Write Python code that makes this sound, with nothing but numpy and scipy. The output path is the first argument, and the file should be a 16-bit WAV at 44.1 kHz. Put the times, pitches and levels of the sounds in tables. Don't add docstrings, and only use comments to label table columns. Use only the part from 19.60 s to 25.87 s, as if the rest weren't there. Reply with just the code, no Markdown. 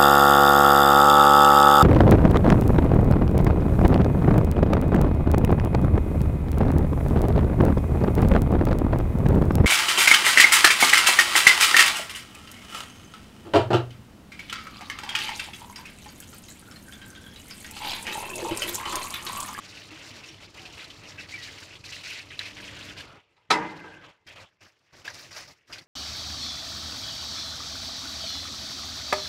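import sys
import numpy as np
from scipy import signal
from scipy.io import wavfile
from scipy.ndimage import uniform_filter1d

SR = 44100
rng = np.random.default_rng(int(sys.argv[2]) if len(sys.argv) > 2 else 0)


def unload_wav(signal):
    wavfile.write(
        sys.argv[1],
        SR,
        np.round(np.clip(np.atleast_2d(signal).T, -1, 1) * 32767).astype(np.int16),
    )


N = 276507
TIME = np.arange(N) / SR

# start_s, length_s, splatter_db, brightness_db (spray over splatter), wash_db (run-off)
GUSHES = [(0.01, 0.21, -51, -2, -60.5), (0.308, 0.37, -48, -3, -56), (0.799, 0.047, -51, 0.5, -55),
          (0.938, 0.22, -51.5, 1, -54.5), (1.167, 0.061, -44, -4.5, -57), (1.431, 0.075, -49.5, -1, -55.5),
          (1.574, 0.038, -42.5, -7, -58), (1.682, 0.37, -46.5, -2.5, -60), (2.067, 0.089, -51.5, -3.5, -61),
          (2.234, 0.18, -46.5, -1, -58), (2.431, 0.16, -40, -3.5, -57.5), (2.697, .022, -44.5, -9, -65),
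          (2.794, 0.093, -39.5, -10, -54.5), (2.96, 0.35, -42.5, -6.5, -55.5),
          (3.362, 0.043, -42.5, -5, -52.5), (3.416, 0.16, -56, -11, -53.5), (3.94, 0.44, -53.5, -7, -54),
          (4.408, 0.089, -54, -10.5, -53.5), (4.664, 0.062, -49.5, -6.5, -56.5),
          (4.751, 0.078, -49.5, -5.5, -51), (5.004, 0.067, -57, -2, -60), (5.324, 0.1, -57, 0, -56.5),
          (5.441, .065, -46.5, 2, -49), (5.534, 0.13, -50, 2, -54.5), (5.705, .13, -48, 1, -53.5),
          (5.757, 0.022, -41.5, 0.5, -46), (5.873, 0.028, -55.5, 5.5, -54.5), (6.069, .025, -59.5, 3, -66),
          (6.093, 0.095, -49.5, -3.5, -52.5)]
# time_s, level_db
TRICKLE = [(0, -54.5), (0.75, -55), (0.92, -60), (1.2, -54), (2.0, -53), (2.22, -59.5), (2.45, -55.5),
           (3.4, -53), (3.65, -72.5), (4.95, -75.5), (5.25, -70), (6.27, -74)]
# (relative, per Hz)
WATER_COLOUR = [(240, -38), (400, -11.5), (526, -18), (576, -6.5), (670, -11.5), (1070, -10.5),
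                (1610, -7.5), (2390, -2.5), (3450, -7), (4070, -8.5), (5950, -13.5), (8300, -25.5),
                (15000, -39)]
# (relative, per Hz)
SPURT_COLOUR = [(240, -34), (400, -10.5), (518, -8), (602, 0), (690, -3.5), (756, -6.5), (854, -8.5),
                (2150, -1), (3890, -12), (4600, 1), (5770, -8.5), (8180, -22), (15000, -29)]
# start_s, level_db (before click and droplet trims), pitch_hz, scatter_s
SLAPS = [(0.171, -30.5, 2630, 0.015), (0.306, -36, 2720, .01), (0.636, -33, 2600, 0.017),
         (0.6852, -32, 5440, 0.015), (0.995, -33.5, 2840, 0.0087), (1.0537, -28.5, 2660, 0.016),
         (1.194, -30, 2120, 0.029), (1.2426, -30, 4000, .012), (1.3026, -30.5, 3140, 0.014),
         (1.6884, -34, 4460, .012), (2.154, -32.5, 3300, 0.013), (2.322, -23.5, 2790, 0.02),
         (2.365, -31.5, 2020, 0.0085), (2.509, -35, 2620, 0.049), (2.792, -16.5, 3880, 0.0057),
         (2.8125, -29, 1850, 0.012), (2.853, -26, 2530, 0.017), (5.4786, -24, 1643, 0.0067),
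         (6.126, -25, 4840, 0.017), (6.184, -30, 4300, 0.0087)]
# start_s, pitch_hz, level_db, t60_s, glide (octaves per s)
BUBBLES = [(.315, 290, -41, 0.14, 4), (.505, 261, -46, 0.38, -3.5), (.695, 335.6, -45.5, 0.22, -3.5),
           (0.99, 348, -48.5, .45, -0.5), (1.0, 770, -50.5, 0.81, -1), (1.58, 2597, -32, 0.13, 1),
           (1.723, 2210, -25, 0.041, -14), (1.738, 2360, -20.5, 0.08, -2), (1.777, 1980, -34, 0.17, -1.4),
           (4.674, 3200, -44, 0.13, 1), (5.477, 1675, -17, 0.029, 10)]
# start_s, level_db (relative), hardness_hz (treble corner of the contact)
KNOCKS = [(3.764, -43.5, 5000), (3.899, -22, 905), (3.9025, 4, 12000), (3.941, -6, 220), (4.238, -16, 445),
          (4.436, -33, 2990)]
# pitch_hz, level_db (relative), t60_s
BONNET_MODES = [(174, -39.5, 0.66), (276.4, -47, 1), (313, -31, 0.83), (343, -36, 0.7), (432, -28.5, 0.44),
                (459.3, -27, 0.54), (595, -33.5, 0.48), (779, -26.5, 0.47), (854, -27, 0.64),
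                (902, -27.5, 0.19), (913, -26, 0.52), (961, -22.5, 0.47), (994, -28, 0.54),
                (1210, -31, 0.44), (1193, -35.5, 0.5), (1289, -16.5, 0.15), (1585, -34.5, 0.62),
                (1660, -35, 0.63), (1820, -41, 0.82), (2010, -28, 0.44), (2066, -35.5, 0.97),
                (2610, -26, 0.21), (2750, -24.5, 0.092), (3460, -31, 0.081), (3870, -26, 0.12),
                (3930, -23.5, 0.095), (4030, -17.5, 0.086), (5180, -24.5, 0.16), (5100, -32.5, 0.11)]
# (relative, per Hz)
CLATTER_COLOUR = [(60, -23), (150, -8), (420, -6), (620, -10.5), (900, -1.5), (1500, -5.5), (2100, -1),
                  (3000, -11.5), (4000, -4.5), (5400, -15.5), (8000, -19), (15000, -45)]
# (relative, per Hz)
SHUDDER_COLOUR = [(60, -12.5), (115, -17.5), (170, 11), (220, -8.5), (320, 0), (620, -3.5), (900, -4),
                  (1150, -1), (2100, -2), (3200, -18.5), (6000, -25), (15000, -48.5)]
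# pitch_hz, t60_s
SHUDDER_T60 = [(100, 0.76), (350, 1), (900, 0.71), (2000, 0.62), (5000, 0.73), (15000, 0.27)]
# centre_s, half_length_s (to 1/e), pitch_hz, level_db
SQUEAKS = [(3.51, 0.068, 1370, -55), (4.29, 0.14, 1590, -50)]
# time_s, rumble_db, engine_db
YARD_LEVELS = [(0, -56, -54), (1.0, -54, -60.5), (1.55, -53.5, -53.5), (2.5, -56.5, -60), (3.0, -55.5, -51),
               (3.3, -48.5, -51), (3.55, -57, -61.5), (4.7, -60.5, -66), (6.27, -57.5, -66.5)]
# (relative, per Hz)
RUMBLE_COLOUR = [(35, -3), (50, -8.5), (70, -5), (100, -0.5), (155, -5.5), (205, -12.5), (325, -6.5),
                 (430, -14.5)]
# multiple (of the firing rate), level_db (relative)
ENGINE_PARTIALS = [(1, 5), (2, -6), (3, -2), (6, -7)]

OPENED_S, AIMED_IN_S = 3.9, 4.9
ATTACK_S, SAG_DB_PER_S, RELEASE_DB_PER_S = 0.01, 8, 296
USUAL_GUSH_DB = -49.5
TRICKLE_SPRAY_DB, TRICKLE_WASH_DB = 1, -4
TRICKLE_SPRAY_FOLLOWS = 1.36
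USUAL_SCATTER_S = 0.011
ENGINE_HZ = 97.7
USUAL_ENGINE_DB, OVERTONES_FOLLOW = -56.5, 0.82
CUTOFF_HZ = 15650


def from_db(db):
    return 10 ** (np.asarray(db) / 20)


def rms_one(x):
    return x / np.sqrt(np.mean(x ** 2) + 1e-20)


def in_time(rows):
    s, *columns = np.transpose(rows)
    return [np.interp(TIME, s, c) for c in columns]


def at_hz(points, hz):
    table = np.array(points)
    return np.interp(np.log(hz), np.log(table[:, 0]), table[:, 1])


def drift(rate_hz):
    r = np.exp(-80 * np.pi * rate_hz / SR)
    noise = rng.standard_normal(N // 40 + 2002)
    slow = signal.lfilter([1], [1, -2 * r, r * r], noise)[2000:]
    return np.interp(np.arange(N) / 40, np.arange(len(slow)), rms_one(slow))


def band(x, low_hz, high_hz):
    edges = [low_hz, min(high_hz, 0.45 * SR)]
    return signal.sosfilt(signal.butter(2, edges, "band", fs=SR, output="sos"), x + 1e-18)


def thirds(low_hz, high_hz):
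    edges = np.geomspace(low_hz, high_hz, round(3 * np.log2(high_hz / low_hz)) + 1)
    return zip(edges, np.sqrt(edges[1:] * edges[:-1]), edges[1:])


def resonance(x, hz, width_hz):
    r = np.exp(-np.pi * width_hz / SR)
    poles = [1, -2 * r * np.cos(2 * np.pi * hz / SR), r * r]
    return signal.lfilter([1 - r, 0, r - 1], poles, x + 1e-18)


def add(track, s, sound):
    at = max(round(s * SR), 0)
    track[at:at + len(sound)] += sound[:N - at]


def drops(per_s, spread_db, size=N):
    heights = from_db(spread_db * np.minimum(rng.exponential(1, size), 4))
    signs = rng.choice([-1, 1], size)
    return rms_one(heights * signs * (rng.random(size) < per_s / SR))


def stream(wash_db=-1.14, splatter_db=0.0, spray_db=-0.25):
    splatter_gain, spray_gain, wash_gain = flow()
    low, middle, high = thirds(400, 1400), thirds(1400, 3600), thirds(3600, 16000)
    wash = spatter(low, per_s=1000, spread_db=1.5, mist_db=2.0, fizz_db=-9, patchy_db=0.9, clump_db=0.15)
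    splatter = spatter(middle, per_s=700, spread_db=1.0, mist_db=1.5, fizz_db=-6,
                       patchy_db=3.0, clump_db=1.37)
    spray = spatter(high, per_s=2400, spread_db=0.5, mist_db=1.5, fizz_db=-10.5,
                    patchy_db=2.0, clump_db=2.47)
    low_water = (wash * from_db(wash_db) + drumming()) * wash_gain
    return low_water + splatter * splatter_gain * from_db(splatter_db) + spray * spray_gain * from_db(spray_db)


def flow():
    trickle_db, = in_time(TRICKLE)
    hiss_db = USUAL_GUSH_DB + TRICKLE_SPRAY_DB + TRICKLE_SPRAY_FOLLOWS * (trickle_db - USUAL_GUSH_DB)
    power = from_db([trickle_db, hiss_db, trickle_db + TRICKLE_WASH_DB]) ** 2
    t = TIME[:SR]
    for s, length, level_db, bright_db, wash_db in GUSHES:
        fall_db = SAG_DB_PER_S * t + RELEASE_DB_PER_S * np.maximum(t - length, 0)
        envelope = np.minimum(t / ATTACK_S, 1) * from_db(-fall_db)
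        for layer, layer_db in zip(power, (level_db, level_db + bright_db, wash_db)):
            add(layer, s, (from_db(layer_db) * envelope) ** 2)
    return np.sqrt(power)


def spatter(bands, per_s, spread_db, mist_db, fizz_db, patchy_db, clump_db):
    impacts, clumps, out, power = drops(per_s, spread_db), drift(31), 0, 0
    for k, (low, hz, high) in enumerate(bands):
        mist = from_db(mist_db) * rng.standard_normal(N)
        ticks = band(impacts * (-1) ** k + mist, low, high)
        fizz = sum(resonance(drops(45, 6.2), pitch, pitch / 22) for pitch in rng.uniform(low, high, size=3))
        grain = rms_one(rms_one(ticks) + from_db(fizz_db) * rms_one(fizz))
        density_db = np.where(TIME < AIMED_IN_S, at_hz(WATER_COLOUR, hz), at_hz(SPURT_COLOUR, hz))
        colour = np.sqrt(high - low) * from_db(density_db)
        out = out + grain * colour * from_db(patchy_db * drift(25))
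        power = power + colour ** 2
    return rms_one(out / np.sqrt(power) * from_db(clump_db * clumps))


def drumming(level_db=-6, tilt_db_per_octave=-7, wet_width_hz=18, lowest_hz=290):
    ringing = 0
    for hz, mode_db, _ in BONNET_MODES:
        if hz < 2100:
            tilt_db = tilt_db_per_octave * abs(np.log2(hz / lowest_hz))
            ringing = ringing + from_db(mode_db + tilt_db) * resonance(drops(600, 1.5), hz, wet_width_hz)
    return from_db(level_db) * rms_one(ringing) * (TIME < OPENED_S)


def slaps(click_cycles=6.8, click_db=-3, broad=1.4, scatter_db=-12, spread_share=0.14):
    out, t = np.zeros(N), TIME[:SR // 5]
    for s, level_db, hz, scatter_s in SLAPS:
        softness = min(USUAL_SCATTER_S / scatter_s, 1)
        click = np.exp(-t * hz / click_cycles) * np.sin(2 * np.pi * hz * t) * softness
        burst = drops(14000, 1.0, size=len(t))
        pitched = rms_one(resonance(burst, hz, 0.051 * hz))
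        droplets = rms_one(pitched + broad * rms_one(band(burst, 2070, 4400)))
        envelope = np.exp(-t / scatter_s) * (1 - np.exp(-t / (spread_share * scatter_s)))
        scatter = droplets * envelope / envelope.max()
        add(out, s, from_db(level_db) * (from_db(click_db) * click + from_db(scatter_db) * scatter))
    return out


def bubbles(swell_s=0.0047, wobble=0.2):
    out, t = np.zeros(N), TIME[:SR // 3]
    for s, hz, level_db, t60, glide in BUBBLES:
        phase = 2 * np.pi * np.cumsum(hz * 2 ** (glide * t)) / SR
        shake = wobble * drift(hz / 25)[:len(t)]
        envelope = from_db(level_db - 60 * t / t60) * (1 - np.exp(-t / swell_s))
        add(out, s, envelope * (1 + shake) * np.sin(phase + 2 * shake))
    return out


def bonnet(modes_db=-5.0, clatter_db=-17, shudder_db=-31, clatter_t60_s=0.14, rise_s=0.0048,
           build_cycles=2.0, waver=0.84):
    out, t = np.zeros(N), TIME[:SR]
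    for s, level_db, hard_hz in KNOCKS:
        modes, clatter, shudder, fading = 0, 0, 0, 0
        for hz, mode_db, t60 in BONNET_MODES:
            beat = np.sin(2 * np.pi * (rng.uniform(4.2, 25) * t + rng.random()))
            build = 1 - np.exp(-t * hz / build_cycles)
            tone = np.sin(2 * np.pi * (hz * t + rng.random()))
            modes = modes + from_db(mode_db - 60 * t / t60) * (1 + waver * beat) * build * tone
        for low, hz, high in thirds(50, 16000):
            rattle, dense = band(rng.standard_normal((2, SR)), low, high)
            clatter = clatter + rattle * from_db(at_hz(CLATTER_COLOUR, hz))
            weak_modes = dense * from_db(at_hz(SHUDDER_COLOUR, hz))
            shudder = shudder + weak_modes
            fading = fading + weak_modes * from_db(-60 * t / at_hz(SHUDDER_T60, hz))
        sound = from_db(modes_db) * modes
        sound = sound + from_db(clatter_db - 60 * t / clatter_t60_s) * rms_one(clatter)
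        sound = sound + from_db(shudder_db) * fading / np.std(shudder)
        soft = np.exp(-2 * np.pi * hard_hz / SR)
        contact = signal.lfilter([1 - soft], [1, -soft], sound * np.tanh(t / rise_s))
        add(out, s, from_db(level_db) * contact)
    return out


def hinge(resonator_width_hz=180):
    out = 0
    for s, half_length, hz, level_db in SQUEAKS:
        rub = resonance(rng.standard_normal(N), hz, resonator_width_hz)
        rub = rms_one(resonance(rub, hz, resonator_width_hz))
        out = out + from_db(level_db) * np.exp(-((TIME - s) / half_length) ** 2) * rub
    return out


def yard():
    rumble_db, engine_db = in_time(YARD_LEVELS)
    return from_db(rumble_db) * rumble() + from_db(engine_db) * far_engine(engine_db) / np.sqrt(2)


def rumble(patchy_db=2.0):
    out = 0
    for low, hz, high in thirds(38.8, 470):
        gain = from_db(at_hz(RUMBLE_COLOUR, hz) + patchy_db * drift(15))
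        out = out + band(rng.standard_normal(N), low, high) * gain
    return rms_one(out)


def far_engine(engine_db, waver_db=2.5):
    overtones_db = OVERTONES_FOLLOW * (engine_db - USUAL_ENGINE_DB)
    turns = np.cumsum(ENGINE_HZ * (1 + 0.01427 * drift(6))) / SR
    turns = turns + 0.046 * drift(8.4)
    out = 0
    for multiple, level_db in ENGINE_PARTIALS:
        partial_db = level_db + (multiple > 1) * overtones_db + waver_db * drift(11)
        out = out + from_db(partial_db) * np.sin(2 * np.pi * multiple * turns)
    return rms_one(out)


def scene():
    return (stream() + slaps() + bubbles() + bonnet() + hinge() + yard())[None]


def record(dry, open_db=-55, ratio=3.0, depth_db=19):
    bass = signal.sosfiltfilt(signal.butter(4, 520, fs=SR, output="sos"), dry)
    upper = dry - bass
    power = uniform_filter1d(upper ** 2, size=SR // 50)
    level_db = 10 * np.log10(np.abs(power) + 1e-12)
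    duck_db = np.clip(ratio * (level_db - open_db), -depth_db, 0)
    ducked = upper + bass * from_db(duck_db)
    return signal.sosfilt(signal.ellip(10, 0.2, 70, CUTOFF_HZ, fs=SR, output="sos"), ducked)


dry = scene()
out = record(dry)
unload_wav(out)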